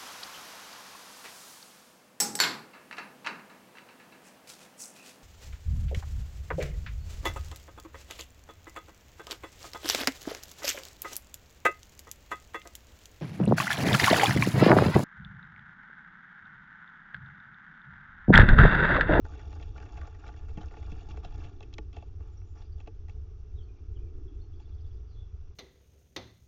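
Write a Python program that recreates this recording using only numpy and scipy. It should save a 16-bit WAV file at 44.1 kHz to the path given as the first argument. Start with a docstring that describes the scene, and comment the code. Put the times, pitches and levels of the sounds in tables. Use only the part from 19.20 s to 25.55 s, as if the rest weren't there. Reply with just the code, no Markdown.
"""You hear rustling, small snaps and soft thuds: a little owl shuffles on wood shavings in a wooden nest box,
pecks, then tucks its head in and preens. Slipping chips, claw snaps, footfalls and beak pecks all make the same
box ring. A low rumble fills it throughout, with a thin hiss and the drone of far traffic. In the second half,
small songbirds whistle faintly outside, echoed by the trees."""
import sys
import numpy as np
from scipy import signal
from scipy.fft import rfft, irfft
from scipy.io import wavfile
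from scipy.ndimage import uniform_filter1d

SR = 44100
rng = np.random.default_rng(int(sys.argv[2]) if len(sys.argv) > 2 else 0)


def unload_audio(sound):
    """Save the sound as a 16-bit wav file, at the path given as the first command line argument."""
    columns = np.transpose(np.atleast_2d(sound))
    # keep every value between -1 and 1, then stretch to whole-number steps
    steps = np.round(np.clip(columns, -1, 1) * 32767)
    wavfile.write(sys.argv[1], SR, steps.astype(np.int16))


N = 280035
T = np.arange(N) / SR
HZ = np.arange(N // 2 + 1) * SR / N

# How strong the rumble and the hiss are from low to high: pitch_hz, relative_db
RUMBLE_SHAPE = [(15, 3), (30, -3.5), (50, -1.5), (80, 1), (100, -5.5), (122, -19.5), (160, -26),
                (215, -34.5), (300, -39.5), (360, -35.5), (435, -26), (490, -42), (900, -69.5)]
HISS_SHAPE = [(300, -25.5), (500, -3.5), (750, 4.5), (950, 0), (1250, 4.5), (1900, -7), (3100, -8.5),
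              (4500, -12.5), (5900, -3.5), (6600, -16.5), (7400, -46.5)]
# The slow swell of the rumble: time_s, level_db
RUMBLE_SWELL = [(0, -39.5), (0.8, -38), (1.05, -43), (1.65, -36), (2.35, -40.5), (2.7, -38), (3.4, -41.5),
                (4.4, -38.5), (4.85, -38), (5.4, -40), (5.75, -38), (6.35, -43)]
# Tones that traffic rings in the box (wider ones die sooner): pitch_hz, width_hz, relative_db
TRAFFIC_TONES = [(270, 34, -1.5), (295.4, 21, 3.5), (333.3, 33, 1.5), (380, 60, 1), (444, 54, -8),
                 (695, 21, -27.5), (900, 13, -30.5)]
# Far vehicles passing: nearest_s, half_power_s (its sign does not matter), level_db
VEHICLES = [(0.101, -0.5, -61.5), (2.25, 0.32, -59.5), (5.02, 0.17, -56.5)]
# Single songbird notes: start_s, length_s, start_hz, end_hz, level_db, rasp (a share of the pitch)
BIRD_NOTES = [(3.113, 0.038, 7050, 7000, -81, 0.017), (3.17, 0.017, 5720, 5750, -62.5, 0.02),
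              (3.237, 0.12, 6900, 7000, -82, 0.038), (3.365, 0.046, 5900, 5640, -71, 0.017),
              (3.443, 0.027, 5000, 4400, -73, 0.039), (3.519, 0.02, 4480, 4950, -68.5, 0.031),
              (4.353, 0.033, 3840, 3620, -71.5, 0.0094), (4.378, 0.025, 3485, 3220, -65.5, 0.018),
              (4.4, 0.023, 3240, 3080, -67, .02), (4.425, 0.028, 4440, 4200, -77, 0.017),
              (4.474, 0.042, 2690, 2270, -74.5, 0.032), (4.554, 0.055, 2420, 2380, -77.5, 0.035),
              (4.75, 0.033, 3480, 2810, -68.5, 0.034), (4.784, 0.016, 2440, 2370, -73, .02),
              (4.807, 0.04, 2710, 2200, -78, 0.052), (4.863, 0.032, 2430, 2280, -76, .02),
              (5.077, 0.014, 3510, 3200, -66.5, 0.02), (5.19, 0.023, 3650, 3470, -73.5, 0.016),
              (5.21, 0.021, 4260, 4400, -68, 0.023), (5.858, 0.12, 5000, 3890, -76, 0.047),
              (5.936, 0.12, 3470, 3390, -69, 0.021)]
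# The two notes a trill repeats: delay_s, length_s, start_hz, end_hz, level_db, rasp
TRILL_NOTES = [(0, 0.022, 3500, 3340, -70, 0.037), (0.026, 0.027, 4290, 5040, -74, 0.063)]
# Tones of the box and the air in it: pitch_hz, width_hz, relative_db
BOX_TONES = [(139, 26, 4), (196, 36, 3.5), (309.4, 24, 6.5), (341.6, 38, -2), (440.6, 18, 4.5),
             (540, 67, -9.5), (708.3, 69.4, -2.5), (851.4, 39, -1.5), (1159, 49, -8.5), (1411, 70, -12),
             (1580, 130, -17.5), (1819, 98, -17.5), (2355, 240, -23), (2550, 95, -16.5), (2715, 190, -17.5),
             (3030, 91, -21.5), (3414, 240, -19.5), (3900, 170, -20.5), (4650, 240, -23.5),
             (5000, 340, -21), (5640, 170, -22), (6000, 170, -23), (6950, 83, -25)]
# Tones of the floor bending under the owl: pitch_hz, width_hz, relative_db
FLOOR_TONES = [(82, 29, 0.5), (132, 64, -14.5)]
# Thuds on the floor: the owl's weight landing, and at about 2.77, 2.83 and 3.67 s its beak pecking: start_s,
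# peak_db, push_s
FLOOR_THUDS = [(1.371, -30, 0.0035), (1.397, -41, 0.0029), (1.717, -39, 0.0048), (2.053, -43, 0.0069),
               (2.587, -39.5, 0.0014), (2.771, -52, 0.00052), (2.826, -63.5, 0.003), (3.672, -43, 0.00096)]
# The owl shoves its body into the shavings: start_s, length_s, effort_db, claw_drag_db (added to effort)
BODY_SHOVES = [(0.038, 0.41, -60.5, -1), (0.547, 0.32, -61.5, 4.5), (0.984, 0.087, -62, 6.5),
               (1.156, 0.025, -62, 5.5), (1.276, 0.013, -62, 1), (1.366, 0.077, -61.5, 2.5),
               (1.51, 0.31, -60.5, 1.5), (1.88, 0.061, -58.5, 0.5), (2.022, 0.028, -59, 5.5),
               (2.138, 0.11, -60, 3), (2.402, 0.036, -68.5, 3), (2.734, 0.024, -64, -5),
               (2.998, 0.058, -72, 6)]
# The beak combs through the feathers: start_s, length_s, effort_db
BEAK_STROKES = [(3.352, 0.073, -69.5), (3.578, 0.018, -72.5), (3.888, 0.012, -69.5), (5.395, 0.0092, -68),
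                (5.474, 0.023, -78), (5.568, 0.025, -86), (5.662, 0.012, -83)]
# The loudest chips giving way under claws and beak: time_s, knock_db, snap_db, pitch_hz, crush_s
CHIP_SNAPS = [(0.051, -50.5, -52.5, 1690, 0.0049), (0.061, -50, -55, 1490, 0.0025),
              (0.12, -58, -65, 2100, 0.0022), (0.136, -64, -54.5, 1460, 0.0056),
              (0.15, -52.5, -64, 1700, 0.0031), (0.194, -56, -58, 1880, 0.013),
              (0.231, -57, -69, 2200, 0.0029), (0.329, -50, -59.5, 2580, 0.0038),
              (0.358, -52, -57, 1450, 0.012), (0.398, -55, -59.5, 2470, 0.0034),
              (0.427, -61.5, -53, 2950, 0.0037), (0.558, -54, -61, 1440, 0.0046),
              (0.579, -53, -55.5, 2530, 0.0035), (0.601, -54.5, -59, 2710, 0.0024),
              (0.626, -66, -53, 1520, 0.0053), (0.661, -58, -60, 2300, 0.0072),
              (0.723, -67, -66.5, 6350, 0.0032), (0.756, -61, -65, 1800, 0.0044),
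              (0.774, -50, -55.5, 2570, 0.006), (0.79, -52, -64, 2420, 0.0031),
              (0.814, -54, -49, 1730, 0.0044), (0.831, -55, -66, 1890, 0.0021),
              (0.853, -59, -64, 2600, 0.0033), (0.871, -60, -68, 6300, 0.003),
              (0.874, -52, -62, 2330, 0.0029), (0.948, -63.5, -61.5, 2130, 0.0072),
              (1.067, -54, -57, 2600, 0.0053), (1.079, -54, -59, 3550, 0.0069),
              (1.089, -51, -54, 1700, 0.0035), (1.141, -58, -58.5, 1670, 0.0013),
              (1.17, -65, -65.5, 2970, 0.0048), (1.291, -58, -63, 2370, 0.0083),
              (1.375, -48.5, -55.5, 2520, 0.0055), (1.383, -50, -70, 1800, 0.0047),
              (1.413, -48.5, -58, 3360, 0.0062), (1.431, -52.5, -57.5, 1610, 0.0028),
              (1.459, -74, -65.5, 6200, 0.0024), (1.483, -69, -61.5, 2860, 0.0025),
              (1.51, -57, -61.5, 2200, 0.0021), (1.539, -50.5, -57.5, 1890, 0.0033),
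              (1.569, -49, -60, 2700, 0.005), (1.628, -61, -59.5, 2500, .004),
              (1.718, -54, -55, 2720, .003), (1.91, -62, -57.5, 2900, 0.01),
              (1.972, -46, -57, 2630, 0.0049), (2.048, -43.5, -51.5, 3380, 0.0077),
              (2.124, -60, -62, 3300, 0.0027), (2.242, -57, -59, 2900, 0.014),
              (2.406, -50, -56, 3200, 0.0013), (2.429, -58, -54, 2730, 0.0052),
              (2.529, -65, -61.5, 2600, 0.002), (2.539, -67, -50.5, 3900, 0.0024),
              (2.583, -42.5, -43.5, 2750, 0.0018), (2.73, -62, -61.5, 2800, 0.003),
              (2.767, -44.5, -55.5, 2830, 0.0048), (2.785, -59, -64, 2720, 0.0038),
              (2.824, -49, -61, 2740, 0.0036), (3.004, -58, -69, 1930, 0.003),
              (3.216, -70, -69.5, 2370, 0.003), (3.602, -57.5, -58, 2700, 0.003),
              (3.612, -68, -67, 2720, 0.002), (3.661, -73, -68, 2730, 0.0024),
              (3.674, -45.5, -56.5, 2770, 0.0045), (3.884, -60.5, -63, 2500, 0.0019),
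              (3.896, -70, -57, 2600, 0.0023)]


def undb(db):
    """Turn decibels into a number to multiply by."""
    return 10 ** (np.asarray(db) / 20)


def unit(x):
    """Scale a sound to an average (rms) level of 1."""
    return x / np.sqrt(np.mean(x ** 2))


def at_level(x, db, size=192):
    """Scale a short sound so that its loudest moment has this rms level."""
    return x * undb(db) / np.sqrt(uniform_filter1d(x ** 2, size).max())


def add(out, start_s, x):
    """Mix a short sound in at a given time."""
    i = max(int(start_s * SR), 0)
    out[i:i + len(x)] += x[:N - i]


def wander(rate_hz):
    """A smooth random wobble of about 1 either way."""
    return unit(irfft(rfft(rng.standard_normal(N)) / (1 + (HZ / rate_hz) ** 4), N))


def noise(shape):
    """Noise whose strength from low to high follows a table."""
    hz, db = np.transpose(shape)
    gain = undb(np.interp(np.log(HZ + 1), np.log(hz), db))
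    return unit(irfft(rfft(rng.standard_normal(N)) * gain, N))


def below(x, hz):
    """Keep the part of a sound below a pitch."""
    return signal.sosfilt(signal.butter(4, hz, "low", fs=SR, output="sos"), x)


def above(x, hz, order=4):
    """Keep the part of a sound above a pitch."""
    return signal.sosfilt(signal.butter(order, hz, "high", fs=SR, output="sos"), x)


def ring(push, tones):
    """A push sets off tones that die away; neighbouring tones swing in opposite directions."""
    t = T[:4096]
    response = sum((-1) ** k * undb(db) * width * np.exp(-np.pi * width * t) * np.sin(2 * np.pi * hz * t)
                   for k, (hz, width, db) in enumerate(tones))
    return signal.fftconvolve(push, response)[:len(push)]


def rumble_and_hiss():
    """A deep rumble swells and throbs unevenly under a thin, even hiss."""
    swell_db = np.interp(T, *np.transpose(RUMBLE_SWELL))
    throb_db = 1.7 * wander(rate_hz=9)
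    return noise(RUMBLE_SHAPE) * undb(swell_db + throb_db) + noise(HISS_SHAPE) * undb(-75)


def traffic(steady_db=-74.5):
    """Far traffic drones in through the entrance hole and rings the box, louder as a vehicle passes."""
    passing = sum(undb(db) ** 2 / (1 + ((T - nearest_s) / half_power_s) ** 2)
                  for nearest_s, half_power_s, db in VEHICLES)
    drone = unit(ring(rng.standard_normal(N), TRAFFIC_TONES))
    return drone * np.sqrt(undb(steady_db) ** 2 + passing)


def trill(first_s=5.323, period_s=0.063, count=15, fade_db=3):
    """List two notes that take turns and fade, each a little off in time, pitch and strength."""
    notes = []
    for k in range(count):
        cycle, which = divmod(k, len(TRILL_NOTES))
        delay_s, length_s, start_hz, end_hz, db, rasp = TRILL_NOTES[which]
        slip, bend, force = rng.standard_normal(size=3)
        start_s = first_s + cycle * period_s + delay_s + 0.003 * slip
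        tuning = 1 + 0.015 * bend
        level_db = db + 1.5 * force - fade_db * k / count
        notes.append((start_s, length_s, start_hz * tuning, end_hz * tuning, level_db, rasp))
    return notes


def songbirds(echo_share=0.79, echo_decay_s=0.04):
    """Sliding whistles, some pure and some raspy, smeared by the trees between the birds and the box."""
    song = np.zeros(N)
    waver = wander(rate_hz=300)
    for start_s, length_s, start_hz, end_hz, db, rasp in BIRD_NOTES + trill():
        progress = np.linspace(0, 1, int(length_s * SR))
        slide_hz = start_hz * (end_hz / start_hz) ** progress
        hz = slide_hz * (1 + rasp * waver[int(start_s * SR):][:len(progress)])
        whistle = np.sin(2 * np.pi * np.cumsum(hz) / SR)
        add(song, start_s, undb(db) * np.sin(np.pi * progress) * whistle)
    t = T[:SR // 2]
    trees = rng.standard_normal(len(t)) * np.exp(-t / echo_decay_s)
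    return song + echo_share * signal.fftconvolve(song, trees / np.linalg.norm(trees))[:N]


def floor_thuds():
    """A foot or the beak pushes on the floor, and the box answers with a thud."""
    out = np.zeros(N)
    for start_s, peak_db, push_s in FLOOR_THUDS:
        push = np.sin(np.pi * np.minimum(T[:4096] / push_s, 1)) ** 2
        thud = ring(push, BOX_TONES)
        add(out, start_s, undb(peak_db) * thud / np.abs(thud).max())
    return out


def slipping_chips(per_s, spread_db, low_hz, high_hz, cycles, size=192):
    """Shavings slip at random moments, each ringing briefly at its own pitch: many weak, a few strong."""
    when, pitch, force, sign = rng.random((int(per_s * N / SR), 4)).T
    hz = low_hz * (high_hz / low_hz) ** pitch
    strength_db = spread_db * np.minimum(-np.log(1 - force), 4)
    gain = np.sign(sign - 0.5) * undb(strength_db) * np.sqrt(hz / low_hz)
    turns = hz[:, None] * T[:size]
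    ticks = gain[:, None] * np.exp(-turns / cycles) * np.sin(2 * np.pi * turns)
    places = (when * N).astype(int)[:, None] + np.arange(size)
    return unit(np.bincount(places.ravel(), ticks.ravel(), N)[:N])


def movement(start_s, length_s, effort_db, rise_s, fade_s):
    """The effort of one movement: it rises, holds and dies away."""
    rise = np.clip((T - start_s) / rise_s, 0, 1)
    return undb(effort_db) * rise * np.exp(-np.maximum(T - start_s - length_s, 0) / fade_s)


def rustle(resting_db=-76):
    """Shoves bend the floor. As the owl moves, thick chips knock; thin edges and feathers crackle."""
    shoves = [movement(*row[:3], rise_s=0.009, fade_s=0.083) for row in BODY_SHOVES]
    shove = np.max(shoves, axis=0) + undb(resting_db)  # the shavings never lie quite still
    drag = np.max([effort * undb(row[3]) for effort, row in zip(shoves, BODY_SHOVES)], axis=0)
    preen = sum(movement(*row, rise_s=0.0059, fade_s=0.019) for row in BEAK_STROKES)
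    nudge = undb(3.5) * preen  # the duller part of preening
    # All chips swell together, and each kind of sound also flickers on its own.
    shared_swell = undb(1.1 * wander(rate_hz=40))
    dull_flicker, scrape_flicker, crisp_flicker = (undb(1.6 * wander(rate_hz=45)) for _ in range(3))
    thick = slipping_chips(per_s=1500, spread_db=2.8, low_hz=251, high_hz=2200, cycles=1.5)
    thin = slipping_chips(per_s=2200, spread_db=3.0, low_hz=1906, high_hz=7300, cycles=4)
    thick_in_box = below(ring(thick, BOX_TONES), hz=1800)
    thin_in_box = above(ring(thin, BOX_TONES), hz=1880)
    dull = unit(below(thick_in_box, hz=1160))
    # Scrapes and crackles are heard partly through the box and partly directly.
    scrape = unit(above(thick_in_box, hz=1160)) + undb(-6.5) * unit(above(thick, hz=1140))
    crisp = unit(thin_in_box) + undb(-2.5) * thin
    dull *= dull_flicker * (shove + nudge)
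    scrape *= undb(-7) * scrape_flicker * (drag + nudge)
    crisp *= undb(-5) * crisp_flicker * (undb(-6) * shove + preen)
    floor = undb(8.5) * shove * unit(ring(rng.standard_normal(N), FLOOR_TONES))
    return floor + shared_swell * (dull + scrape + crisp)


def snapping_chips(size=2048, lead_s=0.01):
    """A sudden crack trails off in splinters; the chip rings briefly at its own pitch and the box knocks."""
    out = np.zeros(N)
    t = T[:size] - lead_s
    crack = signal.unit_impulse(size, int(lead_s * SR))
    for time_s, knock_db, snap_db, pitch_hz, crush_s in CHIP_SNAPS:
        spread_s = crush_s * np.where(t < 0, 0.5, 1)  # splinters build up twice as fast as they fade
        splinters = rng.standard_normal(size) * np.exp(-np.abs(t) / spread_s)
        knock = ring(crack + 0.094 * splinters, BOX_TONES)
        knock = above(below(knock, hz=1180), hz=419)
        push = crack + 0.25 * splinters
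        chip = unit(ring(push, [(pitch_hz, 0.4 * pitch_hz, 0)]))
        chip_in_box = unit(ring(unit(push) + undb(6.5) * chip, BOX_TONES))
        snap = above(chip_in_box + undb(-18) * chip, hz=0.75 * pitch_hz)
        # The crack's sharp edge is heard directly; smaller, higher chips crack brighter.
        edge = below(above(push, hz=1.08 * pitch_hz), hz=6150)
        edge_db = snap_db - 8.5 + 3.5 * np.log2(pitch_hz / 5100)
        sound = at_level(knock, knock_db) + at_level(snap, snap_db) + at_level(edge, edge_db)
        add(out, time_s - lead_s, sound)
    return out


def scene():
    """Mix the owl, the songbirds and the background into one channel."""
    owl = rustle() + snapping_chips() + floor_thuds()
    return (owl + songbirds() + traffic() + rumble_and_hiss())[None]


def record(dry, bottom_hz=12, top_hz=7300):
    """A small microphone loses the deepest and highest sounds; both ends fade quickly."""
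    fade = np.clip(np.minimum(T, T[-1] - T) / 0.008, 0, 1)
    trimmed = above(dry * fade, bottom_hz, order=2)
    return signal.sosfilt(signal.ellip(10, 0.2, 70, top_hz, fs=SR, output="sos"), trimmed)


dry = scene()
out = record(dry)
unload_audio(out)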